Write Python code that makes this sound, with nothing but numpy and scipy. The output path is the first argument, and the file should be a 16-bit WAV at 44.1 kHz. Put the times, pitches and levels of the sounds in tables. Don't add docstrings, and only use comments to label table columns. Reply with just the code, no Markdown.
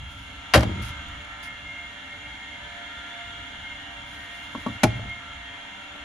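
import sys
import numpy as np
from scipy import signal
from scipy.fft import rfft, irfft
from scipy.io import wavfile

SR = 44100
rng = np.random.default_rng(int(sys.argv[2]) if len(sys.argv) > 2 else 0)


def dump(signal):
    limited = np.clip(np.atleast_2d(signal).T, -1, 1)
    pcm = np.round(limited * 32767).astype(np.int16)
    wavfile.write(sys.argv[1], SR, pcm)


N = 266628
HZ = np.maximum(np.fft.rfftfreq(N, 1 / SR), 1)

# start in seconds,
# crack level in dB, ring level in dB, thump level in dB, tap length in seconds (a few samples are added).
DOOR = [(0.5374, -8.5, -19, -30, 0.00017), (0.5407, -11, -30, -36, 0.00019), (.545, -15, -11, -47, 0.00037),
        (.5472, -19, -14.5, -40, 0.00018), (.551, -33, -30, -10.5, 0.00095), (.5535, -24, -8.5, -36, 0.001),
        (0.5573, -14, -15, -36, 0.00056), (0.5602, -26, -16, -36, 0.00049),
        (0.563, -31, -25, -13.5, 0.00086), (0.5684, -26, -23, -9.5, 0.0018),
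        (0.5757, -24, -19.5, -5, 0.0002), (0.5808, -32, -23, -7, 0.0003), (0.5938, -30, -23, -21.5, 0.0012),
        (0.607, -26, -21, -42, 0.0012), (0.625, -34, -37, -42, 0.00045), (.628, -36, -24.5, -20, 0.0004),
        (.6312, -37, -40, -40, 0.00026), (.6325, -32, -29, -20, 0.00033)]
THUDS = [(.055, -80, -80, -22, 0.012), (.132, -80, -80, -22, 0.012), (.25, -80, -80, -26.5, 0.0122)]
DRAWER = [(4.8335, -15, -10.5, -12.5, 0.00042), (4.8368, -12.5, -18, -41, 0.00023),
          (4.8385, -41, -13.5, -33, 0.00036), (4.8415, -56, -8.5, -15.5, 0.0014),
          (4.8448, -52, -15, -31, 0.00064), (4.8515, -57, -24, -31, 0.00066),
          (4.862, -61, -15, -10.5, 0.0024), (4.868, -63, -25, -25, 0.00095), (4.925, -60, -27, -29, 0.0031),
          (4.945, -62, -36, -15.5, 0.0047), (4.975, -62, -38, -12.5, 0.0055),
          (4.993, -56, -36, -30, 0.00097), (5.05, -75, -30, -25, 0.0028), (5.952, -73, -44, -63, 0.00095)]
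CATCHES = [(4.549, -64, -23, -63, 0.00025), (4.5525, -57, -28, -41, 0.0009),
           (4.556, -60, -25, -35.5, 0.0023), (4.577, -52, -26, -45, 0.002),
           (4.662, -48, -18.5, -39, 0.0007), (4.6665, -46, -18.5, -31, 0.0008),
           (4.682, -47, -24, -38, 0.0014), (4.699, -58, -22, -39, 0.0025), (4.714, -60, -36, -34, 0.0017)]
# pitch in Hz, relative level in dB,
# time to die away by 60 dB in seconds.
DOOR_MODES = [(203, -6, 0.056), (312, -11, 0.089), (440, -3.5, 0.02), (549, -4, 0.054), (620, -3.5, 0.053),
              (760, -5.5, 0.043), (831, -4.5, .05), (1000, -8, 0.038), (1070, -11, 0.035),
              (1225, -10, 0.019), (1590, -7, 0.025), (1890, -11, 0.034), (2150, -6.5, 0.04),
              (2780, -4, 0.032), (3190, -3, 0.05), (4650, -13, 0.025), (6620, -20, .02)]
DRAWER_MODES = [(166, -33, 0.03), (258, 1, 0.026), (355, -14, 0.092), (451, -7, 0.044),
                (636.5, -3.5, 0.066), (842, 1.5, 0.037), (1000, -16, 0.036), (1086, -8, 0.043),
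                (1330, -11, 0.04), (1460, -5, 0.04), (2030, -10, 0.038), (2315, -4, .03),
                (3180, -24, 0.034)]
CATCH_MODES = [(172, -14, 0.019), (240, 1.5, 0.022), (300, -5.5, 0.052), (557, -6, 0.036),
               (790, -10, 0.019), (957, -2.5, 0.033), (1125, -5.5, 0.058), (1370, -7, 0.034)]
CABINET_MODES = [(65.4, -7.5, 0.22), (86.5, -6.5, 0.33), (102.4, -10, 0.3), (114.75, -2, 0.44),
                 (191.6, -22, .5), (258, -8, 0.17), (321, -15, 0.26)]
# frequency in Hz, relative level in dB per Hz.
DOOR_CRACK = [(180, -46), (300, -49), (555, -11.5), (1190, -5), (1580, -6), (3760, -16), (4750, -17),
              (8360, -26.5), (10700, -24.5), (14700, -40), (16000, -54)]
DRAWER_CRACK = [(900, -4), (1600, -11), (2300, 0), (3000, -7), (6000, -9.5), (8500, -19.5), (10600, -10.5),
                (12200, -33), (14000, -22), (16000, -34)]
MOTOR_AIR = [(200, -4), (290, -18), (430, -19), (700, -20), (950, -2.5), (1100, -8), (1500, -1.5),
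             (2150, -20), (2500, -7), (3400, -2.5), (4500, -23.5), (6900, -16.5), (8500, -33.5),
             (10000, -23), (12000, -46.5), (14000, -44)]
RUMBLE_TONE = [(12, -45), (20, 0), (32, -12), (54, 6.5), (82, 4), (150, -6.5), (260, -16.5), (340, -22),
               (570, -120)]
SCUFF_TONE = [(2000, 6.5), (4000, 0.5), (6550, -2.5), (8500, -16), (9300, 2), (11300, -5.5), (12100, -55),
              (13000, -3), (14700, -17), (16000, -30)]
EVEN = [(20, 0), (20000, 0)]
# frequency in Hz, likeness from 0 (unrelated) to 1 (the same).
LIKENESS = [(30, 0.94), (125, 0.98), (300, 0.85), (600, 0.09), (1200, 0.0097), (3000, 0.0096), (6000, 0.19),
            (8500, 0.24), (14000, 0.18)]
NEAR_LIKENESS = [(30, .99), (250, 0.97), (600, 0.88), (1400, 0.4), (3000, 0.46), (6000, 0.55),
                 (8500, 0.082), (14000, 0.082)]
# pitch in Hz, level in dB before the motor's loudness is added.
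WHINE = [(272, -66), (293, -62), (439, -73), (587, -65), (751, -69), (770, -65), (789, -65), (880, -63),
         (896, -70), (926, -60), (964, -63), (980, -68), (1026, -70), (1157, -67), (1174, -70), (1206, -69),
         (1252, -67), (1300, -68), (1418, -67), (1521, -67), (1540, -65), (1559, -60), (1620, -63),
         (1715, -64), (1752, -66), (1906, -66), (1927, -64), (2038, -65), (2067, -63), (2102, -62),
         (2118, -59), (2180, -64), (2199, -62), (2293, -66), (2315, -63), (2406, -69), (2549, -70),
         (2697, -66), (2751, -65), (2807, -66), (2982, -67), (3082, -69), (3273, -62), (3367, -66),
         (3534, -65), (3889, -69), (4218, -77)]
# time in seconds, air noise level in dB,
# level of the strongest line in dB before its trims.
MOTOR = [(0, -44, -68), (.3, -42, -68), (.8, -38.5, -45), (1.25, -42, -56), (1.6, -42.5, -42),
         (2.3, -42, -46.5), (2.7, -41, -46.5), (3.06, -40.5, -55.5), (3.8, -41.5, -42), (4.2, -41.5, -60),
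         (4.75, -41, -41), (5.3, -42, -45), (5.56, -42, -59), (6.05, -42, -63)]
SWELLING_HZ = [694.5, 1348.5, 1389.5, 1733.5, 1852.5, 2780, 2887, 3013, 3182, 3243.5]
# time in seconds, then the level of each line in dB before the trim, in pitch order.
SWELLING = [(0.25, -62, -54, -57, -57, -60, -53, -68, -61, -73, -54),
            (1.0, -60, -53, -52, -65, -54, -53, -61, -55, -65, -56),
            (1.4, -56, -54, -55, -53, -56, -56, -62, -58, -68, -56),
            (1.9, -56, -59, -59, -57, -51, -50, -68, -61, -64, -56),
            (2.4, -56, -55, -59, -53, -51, -53, -66, -57, -65, -54),
            (2.9, -55, -63, -53, -53, -51, -56, -58, -56, -60, -59),
            (3.3, -55, -59, -52, -57, -52, -56, -54, -58, -63, -53),
            (3.75, -55, -64, -56, -60, -51, -55, -52, -57, -56, -57),
            (4.25, -56, -59, -59, -65, -51, -53, -65, -59, -60, -56),
            (5.2, -55, -57, -56, -52, -52, -56, -65, -64, -59, -56),
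            (5.7, -54, -55, -60, -56, -52, -54, -64, -60, -57, -50),
            (5.99, -59, -59, -50, -66, -55, -50, -60, -56, -75, -57)]
# frequency in Hz, left minus right in dB.
MOTOR_BALANCE = [(200, 4), (500, -9), (950, -1.5), (1900, -0.5), (3800, 0), (6000, 3.5), (9000, -1),
                 (15000, 1)]
# pitch in Hz, width in Hz, level in dB before a common lift.
CASING = [(267.5, 67, -7), (454, 28, -12.5), (579, 16, -5), (661, 11, -5.5), (997, 81, -6), (1326, 50, -10),
          (1666, 54, -1.5), (2134, 55, 2.5), (2284, 14.5, 0), (2747, 37, 1), (3216, 26, 0),
          (3522, 51, -0.5), (3960, 49, -7.5), (4365, 99, -14.5), (6800, 13, -10)]
# middle in seconds, length in seconds,
# low edge in Hz, high edge in Hz, greatest lift in dB.
COLOUR_SHIFTS = [(.15, 3, 1000, 3600, -3), (1.11, 1.7, 1200, 1290, 6.5), (2.76, 2.6, 3040, 3150, -8),
                 (3.29, 1.6, 3400, 3800, 2.5), (2.76, 3.8, 1040, 1160, -11), (3.26, 7.2, 2500, 2720, -10)]
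# time in seconds, level in dB before it wavers.
RUMBLE = [(0, -41), (.3, -47.5), (.5, -50), (1.3, -50), (2, -52.5), (2.25, -50.5), (3.2, -50), (4, -51),
          (4.7, -50.5), (5.4, -54.5), (6.05, -53)]
# start in seconds, level in dB before rise and decay.
SWAYS = [(.6, -33), (4.84, -36.5)]
# start in seconds, length in seconds, level in dB before shaping.
SCUFFS = [(0.815, 0.055, -43.5), (0.845, 0.073, -42.5), (1.085, 0.0041, -47), (1.248, 0.003, -45),
          (1.427, 0.061, -46.5), (4.954, 0.032, -58), (5.092, 0.0092, -52), (5.962, 0.0035, -58)]
SLIDE = [(0, 0.4, -62.5), (4.05, 0.85, -57.5)]

SHUDDER_FROM_S, SHUDDER_GAP_S, SHUDDER_LOSS_DB, SHUDDER_TAP_S = .648, .0175, 1.1, 0.0031
SHUDDER_CRACK_DB, SHUDDER_RING_DB, SHUDDER_THUMP_DB = -56, -14.5, -23.5
AFTER_RATTLE_DB, AFTER_RATTLE_S = -22, 0.019
BASS_CUT_HZ = 86
STRONGEST_HZ, STRONGEST_TRIM_DB, LINE_TRIM_DB = 2137, -5.0, -1.0
FLUTTER_DB, FLUTTER_RATE_HZ, WOBBLE_RAD = 4.5, 7.6, 0.36
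WAVER_DB, WAVER_RATE_HZ = 3.5, 4
WHINE_OVER_AIR_DB, CASING_LIFT_DB = 43, 4.0
SWAY_RISE_S, SWAY_T60_S = 0.045, 1.17
SCUFF_RISE_SHARE = .2
SLIDE_RISE_S, HISS_FLOOR_DB = 0.093, -70
ROOM_T60_S, ROOM_DB, WALL_CUT_HZ = 0.55, -24, 2400
TREBLE_LAG_S, TREBLE_FROM_HZ = .00027, 8300
CUTOFF_HZ = 16500


def blows(contacts, modes, crack_tone, rattle_db, rattle_s, pan_db, push_s, push_from_hz):
    crack, strike, push = np.zeros((2, N)), np.zeros((2, N)), np.zeros(N)
    bright = stereo_noise(crack_tone, likeness=NEAR_LIKENESS)
    rough = stereo_noise(EVEN, likeness=NEAR_LIKENESS)
    t = np.arange(SR // 12) / SR
    fade = np.exp(-t / rattle_s) * np.minimum(t / 0.00015, 1)
    crack_fade = fade + from_db(AFTER_RATTLE_DB) * np.exp(-t / AFTER_RATTLE_S)
    for s, crack_db, ring_db, thump_db, tap_s in contacts:
        i = round(s * SR)
        span = slice(i, i + len(t))
        tap = signal.windows.hann(int(tap_s * SR) + 3)
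        tap = tap / tap.sum()
        rattle = signal.lfilter(tap, [1], from_db(rattle_db) * fade * rough[:, span])
        crack[:, span] += from_db(crack_db) * crack_fade * bright[:, span]
        strike[:, span] += from_db(ring_db) * rattle
        strike[:, i:i + len(tap)] += from_db(ring_db) * tap
        soft = signal.windows.hann(int((push_s + tap_s) * SR))
        push[i:i + len(soft)] += from_db(thump_db) * soft / soft.sum()
    push = signal.sosfilt(signal.butter(4, push_from_hz, "high", fs=SR, output="sos"), push)
    bass_cut = signal.butter(2, BASS_CUT_HZ, "high", fs=SR, output="sos")
    part = signal.sosfilt(bass_cut, ring(strike, modes))
    return (crack + part) * from_db([[pan_db / 2], [-pan_db / 2]]) + ring(push, CABINET_MODES)


def shudder(count):
    rows = []
    for k, (when, ring_luck, thump_luck) in enumerate(rng.standard_normal((count, 3))):
        start = SHUDDER_FROM_S + SHUDDER_GAP_S * (k + 0.2 * when)
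        ring_db = SHUDDER_RING_DB - SHUDDER_LOSS_DB * k + 1.7 * ring_luck
        thump_db = SHUDDER_THUMP_DB - SHUDDER_LOSS_DB * k + 2.0 * thump_luck
        rows.append((start, SHUDDER_CRACK_DB, ring_db, thump_db, SHUDDER_TAP_S))
    return rows


def ring(x, modes):
    out = 0
    for k, (hz, db, t60) in enumerate(modes):
        r = from_db(-60 / (t60 * SR))
        w = 2 * np.pi * hz / SR
        strength = from_db(db) * np.sin(w)
        out = out + (-1) ** k * signal.lfilter([0, strength], [1, -2 * r * np.cos(w), r * r], x + 1e-18)
    return out


def door():
    return blows(THUDS + DOOR + shudder(count=11), DOOR_MODES, DOOR_CRACK, rattle_db=-22.5,
                 rattle_s=0.0044, pan_db=1.6, push_s=0.0032, push_from_hz=21)


def drawer():
    snap = blows(DRAWER, DRAWER_MODES, DRAWER_CRACK, rattle_db=-23.5,
                 rattle_s=0.004, pan_db=2.0, push_s=0.0031, push_from_hz=127)
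    knocks = blows(CATCHES, CATCH_MODES, DRAWER_CRACK, rattle_db=-24.5,
                   rattle_s=0.0041, pan_db=2.5, push_s=0.0015, push_from_hz=80)
    return snap + knocks


def motor():
    air_db, strongest_db = in_time(MOTOR)
    t, whine = np.arange(N) / SR, np.zeros((2, N))
    lines = [(hz, db + air_db + WHINE_OVER_AIR_DB) for hz, db in WHINE]
    lines += list(zip(SWELLING_HZ, in_time(SWELLING)))
    flutter_db = FLUTTER_DB * drift(FLUTTER_RATE_HZ)
    lines.append((STRONGEST_HZ, strongest_db + STRONGEST_TRIM_DB + flutter_db))
    for hz, db in lines:
        if hz == STRONGEST_HZ:
            wobble = WOBBLE_RAD * drift(FLUTTER_RATE_HZ)
        else:
            wobble = .5 * drift(1.67)
        phase = 2 * np.pi * (hz * t + rng.random()) + wobble
        level = from_db(db + WAVER_DB * drift(WAVER_RATE_HZ) + LINE_TRIM_DB)
        apart = rng.normal(0, min(1.1, hz / 600))
        ears = from_db(at_hz(MOTOR_BALANCE, hz) * np.array([[.5], [-.5]]))
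        whine += level * ears * np.sin(phase + apart * np.array([[.5], [-.5]])) * np.sqrt(2)
    detail = sidebands(count=190, width_hz=7.8, spread_db=4.0, valley_db=-4.0, top_hz=4292)
    air = from_db(air_db) * stereo_noise(MOTOR_AIR, detail, MOTOR_BALANCE)
    return turn(air + whine)


def sidebands(count, width_hz, spread_db, valley_db, top_hz):
    power = np.full(len(HZ), from_db(2 * valley_db))
    for hz, db in zip(rng.uniform(249.4, top_hz, count), rng.normal(0, spread_db, count)):
        near = slice(*np.searchsorted(HZ, [hz - 10 * width_hz, hz + 10 * width_hz]))
        power[near] += from_db(2 * db) / (1 + (2 * (HZ[near] - hz) / width_hz) ** 2) ** 2
    smooth = np.clip((HZ - top_hz) / 900 + 1, 0, 1)
    lift = 1
    for hz, width, db in CASING:
        peak_db = db + CASING_LIFT_DB - at_hz(MOTOR_AIR, hz)
        lift = lift + from_db(2 * peak_db) / (1 + (2 * (HZ - hz) / width) ** 2)
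    return np.sqrt((power * (1 - smooth) + 0.9 * smooth) * lift)


def turn(x):
    t, out = np.arange(N) / SR, x.copy()
    for s, length, low_hz, high_hz, db in COLOUR_SHIFTS:
        share = np.cos(np.pi * np.clip((t - s) / length, -.5, .5)) ** 2
        band = signal.butter(1, [low_hz, high_hz], "band", fs=SR, output="sos")
        out += (from_db(db * share) - 1) * signal.sosfilt(band, x)
    return out


def rumble():
    level = from_db(in_time(RUMBLE)[0])
    for s, db in SWAYS:
        level = level + from_db(db) * swell(s, SWAY_RISE_S, SWAY_T60_S)
    return level * from_db(2.9 * drift(3.5)) * stereo_noise(RUMBLE_TONE)


def swell(s, rise_s, t60):
    t = np.maximum(np.arange(N) / SR - s, 0)
    return (1 - np.exp(-t / rise_s)) * from_db(-60 * t / t60)


def scuffs():
    gate = np.full(N, from_db(HISS_FLOOR_DB))
    for s, length, db in SCUFFS:
        along = np.linspace(0, 1, int(length * SR))
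        shape = np.sqrt(np.minimum(along / SCUFF_RISE_SHARE, 1) * (1 - along))
        i = round(s * SR)
        gate[i:i + len(shape)] += from_db(db) * shape
    for s, length, db in SLIDE:
        t = np.arange(int(length * SR)) / SR
        shape = np.minimum(t / SLIDE_RISE_S, 1) * np.sqrt(1 - t / length)
        i = round(s * SR)
        gate[i:i + len(t)] += from_db(db) * shape
    grit = from_db(1.1 * drift(60.0) + 1.9 * drift(15.0))
    return gate * grit * stereo_noise(SCUFF_TONE)


def room(x):
    t = np.arange(SR // 2) / SR
    tail = rng.standard_normal((2, len(t))) * from_db(-60 * t / ROOM_T60_S) * (t > .006)
    tail = signal.sosfilt(signal.butter(1, [200, WALL_CUT_HZ], "band", fs=SR, output="sos"), tail)
    return signal.fftconvolve(x, tail / np.sqrt(np.sum(tail ** 2) / 2), axes=1)[:, :N]


def stereo_noise(spectrum, detail=1, balance=EVEN, likeness=LIKENESS):
    mid, side = rfft(rng.standard_normal((2, N)))
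    alike = np.clip(at_hz(likeness, HZ), -1, 1)
    edge = np.clip(HZ / spectrum[0][0], 0, 1) ** 4
    colour = from_db(at_hz(spectrum, HZ)) * edge * detail
    ears = from_db(at_hz(balance, HZ) * np.array([[.5], [-.5]]))
    lag_s = TREBLE_LAG_S * (HZ > TREBLE_FROM_HZ) * np.array([[1], [0]])
    late = np.exp(-2j * np.pi * HZ * lag_s)
    both = np.sqrt(1 + alike) * mid + np.sqrt(1 - alike) * side * [[1], [-1]]
    return rms_one(irfft(colour * ears * late * both, N))


def drift(rate):
    r = np.exp(-80 * np.pi * rate / SR)
    noise = rng.standard_normal(N // 40 + 2002)
    slow = signal.lfilter([1], [1, -2 * r, r * r], noise)[2000:]
    return np.interp(np.arange(N) / 40, np.arange(len(slow)), rms_one(slow))


def in_time(rows):
    s, *columns = np.transpose(rows)
    return [np.interp(np.arange(N) / SR, s, c) for c in columns]


def at_hz(points, hz):
    table_hz, values = np.transpose(points)
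    return np.interp(np.log(hz), np.log(table_hz), values)


def from_db(db):
    return 10 ** (np.asarray(db) / 20)


def rms_one(x):
    return x / np.sqrt(np.mean(x ** 2) + 1e-20)


def scene():
    hits = door() + drawer()
    return hits + from_db(ROOM_DB) * room(hits) + motor() + rumble() + scuffs()


def record(dry):
    rounded = 1.05 * np.tanh(dry / 1.05)
    return signal.sosfilt(signal.cheby2(12, 70, CUTOFF_HZ, fs=SR, output="sos"), rounded)


dry = scene()
out = record(dry)
dump(out)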